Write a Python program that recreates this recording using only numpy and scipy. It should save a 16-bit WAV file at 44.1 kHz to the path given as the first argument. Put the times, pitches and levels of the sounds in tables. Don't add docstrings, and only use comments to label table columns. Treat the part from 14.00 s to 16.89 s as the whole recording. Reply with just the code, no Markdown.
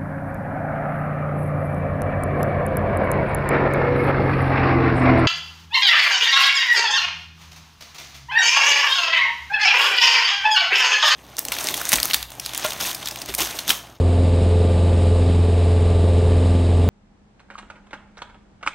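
import sys
import numpy as np
from scipy import signal
from scipy.fft import rfft, irfft
from scipy.io import wavfile

SR = 44100
rng = np.random.default_rng(int(sys.argv[2]) if len(sys.argv) > 2 else 0)


def wrap_up_sound(samples):
    columns = np.atleast_2d(samples).T
    tamed = np.clip(columns, -1, 1)
    steps = np.round(tamed * 32767).astype(np.int16)
    wavfile.write(sys.argv[1], SR, steps)


N = 127449

CYCLE_HZ = 21.568
FIRINGS = 4
BURN_LAG_S = 0.0036

# [t into the cycle/s, relative level/dB]
EXHAUST_STROKES = [(.0011, 1), (0.01, -8), (0.0221, -3), (0.0371, -1)]


def undb(db):
    return 10 ** (np.asarray(db) / 20)


def unit(x):
    return x / np.sqrt(np.mean(np.abs(x) ** 2))


def bins():
    return np.maximum(np.arange(N // 2 + 1) * SR / N, 1e-3)


def curve(points):
    return np.interp(np.arange(N) / SR, *np.array(points).T)


def spectrum_db(points):
    hz, db = np.array(points).T
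    return np.interp(np.log(bins()), np.log(hz), db)


def colour(x, points, scale=1):
    return irfft(rfft(x) * undb(scale * spectrum_db(points)), N)


def noise(points):
    low_hz, high_hz = points[0][0], points[-1][0]
    gain = undb(spectrum_db(points))
    gain = gain * np.minimum(bins() / low_hz, 1) ** 2 * np.minimum(high_hz / bins(), 1) ** 2
    return unit(irfft(rfft(rng.standard_normal(N)) * gain, N))


def walk(rate_hz):
    spectrum = rfft(rng.standard_normal(N)) * np.exp(-.5 * (bins() / rate_hz) ** 2)
    spectrum[0] = 0
    return unit(irfft(spectrum, N))


def beat(cycle, lag_s, order=FIRINGS):
    return np.cos(order * (cycle - 2 * np.pi * CYCLE_HZ * lag_s))


def wavering(size=512):
    sway_hz, flutter_hz, flutter_share = 2.4, 5.6, 0.68
    f = np.fft.fftfreq(size, N / SR / size)
    sway = unit(np.exp(-.5 * (f / sway_hz) ** 2))
    flutter = unit(1 / (1 + (f / flutter_hz) ** 2))
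    chance = rng.standard_normal(size) + 1j * rng.standard_normal(size)
    motion = unit(np.fft.ifft(chance * (sway + flutter_share * flutter) * (f != 0)))
    return np.interp(np.linspace(0, size - 1, N), np.arange(size), motion)


def line(cycle, order, db, unsteady):
    smear_per_khz = 0.87
    hz = order * CYCLE_HZ
    share = np.clip(unsteady, 0, 1)
    strength = np.sqrt(1 - share ** 2) + share * wavering()
    strokes = -sum(undb(stroke_db) * np.exp(-2j * np.pi * hz * s) for s, stroke_db in EXHAUST_STROKES)
    smear = smear_per_khz * hz / 1000 * rng.standard_normal()
    phase = order * cycle + np.angle(strokes) + smear
    return np.sqrt(2) * undb(db) * (strength * np.exp(1j * phase)).real


def drone(cycle):
    # [multiple of the firing rate, level/dB, unsteady share 0-1]
    overtone_lines = [(2, -36.5, 0.7), (4, -40, 0.41), (7, -45, .6), (8, -46.5, 0.56), (9, -59.5, 1),
                      (10, -47, 0.16)]
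    # [t/s, level/dB]
    third_swell = [(0, -32.5), (.2, -28.5), (0.551, -38.5), (.8, -35), (1.25, -29.5), (1.55, -34),
                   (2.05, -37.5), (2.5, -28), (2.89, -30.5)]
    fifth_swell = [(0, -50), (.25, -34), (.6, -26.5), (.86, -42.5), (1.0, -36), (1.33, -29), (1.6, -34),
                   (1.95, -26.5), (2.08, -32), (2.35, -27), (2.63, -37.5), (2.8, -34)]
    sixth_swell = [(0, -38), (.4, -31), (.9, -33), (1.2, -32), (1.5, -51), (1.9, -38), (2.35, -31.5),
                   (2.89, -48)]
    swell_unsteady = 0.12
    level_db, waver_db, flutter_db = -15, 0.18, 0.06
    lope = 0.1
    drone_lag_s, lope_lag_s, shaft_lag_s = 0.0037, 0.013, 0.019
    shaft_db = -33

    level = undb(level_db + waver_db * walk(4.4) + flutter_db * walk(32))
    deep = np.sqrt(2) * level * beat(cycle, drone_lag_s)
    deep = deep * (1 + lope * beat(cycle, lope_lag_s, order=1))
    shudder = np.sqrt(2) * undb(shaft_db) * beat(cycle, shaft_lag_s, order=2)
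    swells = [(3, third_swell), (5, fifth_swell), (6, sixth_swell)]
    swelling = sum(line(cycle, k * FIRINGS, curve(points), swell_unsteady) for k, points in swells)
    overtones = sum(line(cycle, k * FIRINGS, db, unsteady) for k, db, unsteady in overtone_lines)
    return deep + shudder + swelling + overtones


def cylinders(cycle):
    # [multiple of the cycle, level before trim/dB]
    cylinder_lines = [(3, -48.5), (5, -42.5), (6, -40.5), (7, -40), (9, -33), (10, -47), (11, -39.5),
                      (13, -56), (14, -41), (15, -45.5), (17, -38.5), (19, -37), (21, -41.5), (22, -40),
                      (23, -53), (25, -42), (27, -45), (29, -51.5), (30, -43), (31, -42.5), (33, -43.5),
                      (34, -65), (37, -48.5), (38, -68), (39, -50.5), (41, -53.5), (47, -58.5), (49, -52),
                      (50, -65), (51, -57), (54, -53.5), (55, -48.5), (57, -72.5), (59, -68)]
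    trim_db, unsteady = -1.47, 0.25
    orders, db = np.array(cylinder_lines).T
    gaps = [k for k in range(int(orders[0]), int(orders[-1]) + 1) if k % FIRINGS]
    return sum(line(cycle, k, np.interp(k, orders, db) + trim_db, unsteady) for k in gaps)


def exhaust_puffs(size=1025):
    # [t/s, peak level/dB]
    thump_times = [(.465, -20), (.5575, -20), (.6503, -12), (1.2993, -22), (1.392, -21), (1.9948, -21),
                   (2.0412, -18), (2.5512, -23), (2.69, -23)]
    puff_hz, scatter_db = 204, -29.5
    blows = []
    for start in np.arange(0, N / SR, 1 / CYCLE_HZ):
        for s, db in EXHAUST_STROKES:
            blows.append((start + s, undb(db + scatter_db) * rng.standard_normal()))
    thumps = [(s, undb(db)) for s, db in thump_times]
    times, sizes = np.array(blows + thumps).T
    train = np.bincount((times * SR).astype(int), sizes, N)[:N]
    spread = (np.pi * puff_hz * (np.arange(size) - size // 2) / SR) ** 2
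    puff = (2 * spread - 1) * np.exp(-spread)
    return signal.fftconvolve(train, puff, "same")


def ring(x, hz, width_hz):
    f = bins()
    response = 1 / (1 + .5j * (f * f - hz * hz) / (f * width_hz)) ** 2
    return unit(irfft(rfft(x) * response, N))


def blade_wash(cycle):
    # [f/Hz, half-width/Hz, level/dB]
    resonances = [(179.4, 38, -43.5), (437, 17, -38), (545, 41, -43.5), (661, 68, -41.5), (840, 48, -50),
                  (1215, 20, -60)]
    throb = 0.93
    wash = rng.standard_normal(N) * (1 + throb * beat(cycle, BURN_LAG_S))
    return sum(undb(db) * ring(wash, hz, width) for hz, width, db in resonances)


def mid_side(level, points):
    return np.array([level * noise(points) for _ in range(2)])


def combustion_roar(cycle):
    # [f/Hz, relative density/dB]
    roar_shape = [(290, -9), (420, 2.5), (600, 2.5), (780, -5.5), (1000, -11), (1350, -23.5), (3000, -33)]
    level_db, flicker_db, rasp_db = -33, 0.45, 3
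    rasp = unit(undb(rasp_db * beat(cycle, BURN_LAG_S)))
    return mid_side(undb(level_db + flicker_db * walk(37)) * rasp, roar_shape)


def hull_rumble():
    # [f/Hz, relative density/dB]
    rumble_shape = [(10, -16), (22, -6), (55, 0.5), (100, 2.5), (150, -1), (240, -4.5), (330, -10)]
    # [t/s, level before random gusts/dB]
    gust_levels = [(0, -28.5), (.3, -29), (.52, -31), (.65, -28.5), (.78, -29), (1.25, -28), (1.78, -33.5),
                   (1.9, -25), (2.03, -30.5), (2.3, -24), (2.65, -32.5), (2.89, -24.5)]
    gust_db = 1.6
    return mid_side(undb(curve(gust_levels) + gust_db * walk(2.5)), rumble_shape)


def screen_hiss(cycle):
    # [f/Hz, relative density/dB]
    hiss_shape = [(500, -2.5), (1200, 0.5), (1550, 1), (2000, 0), (2550, 1.5), (2950, 2), (3350, -0.5),
                  (3920, 3), (4200, -3), (4700, -2.5), (5500, -7), (7000, -7), (7750, -7), (8080, -3),
                  (8650, -8), (9200, -7.5), (10300, -15.5)]
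    # [t/s, level before flicker and chop/dB]
    hiss_course = [(0, -41), (.45, -39), (1.6, -39.5), (2.4, -39), (2.89, -40)]
    flicker_db, chop_db, lope_db = 0.5, 0.66, 0.41
    chop = chop_db * beat(cycle, BURN_LAG_S) + lope_db * beat(cycle, BURN_LAG_S, order=1)
    return mid_side(undb(curve(hiss_course) + flicker_db * walk(18) + chop), hiss_shape)


def cabin_noise(cycle):
    # [f/Hz, side minus mid level/dB]
    side_width = [(40, -31.5), (150, -27.5), (330, -30), (490, -50), (680, -27), (1200, -15.5), (2500, -20),
                  (4500, -21), (8000, -21.5), (10000, -23)]
    # [f/Hz, left minus right level/dB]
    left_lean = [(680, -0.13), (1100, -1.3), (2500, -1.1), (4500, -1.3), (8500, 0.055)]
    mid, side = combustion_roar(cycle) + hull_rumble() + screen_hiss(cycle)
    side = colour(side, side_width)
    left = colour(mid + side, left_lean, 0.5)
    right = colour(mid - side, left_lean, -0.5)
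    return np.array([left, right])


def scene():
    speed_wander = 0.00044
    speed_hz = CYCLE_HZ * (1 + speed_wander * walk(1.2))
    cycle = 2 * np.pi * np.cumsum(speed_hz) / SR
    engine = drone(cycle) + cylinders(cycle) + exhaust_puffs()
    return engine + blade_wash(cycle) + cabin_noise(cycle)


def record(dry):
    notch_hz, notch_width_hz, top_hz = 6015, 1230, 10300
    b, a = signal.iirnotch(notch_hz, notch_hz / notch_width_hz, fs=SR)
    heard = signal.lfilter(b, a, dry)
    top_cut = signal.ellip(10, .2, 90, top_hz, fs=SR, output="sos")
    return signal.sosfilt(top_cut, heard)


dry = scene()
out = record(dry)
wrap_up_sound(out)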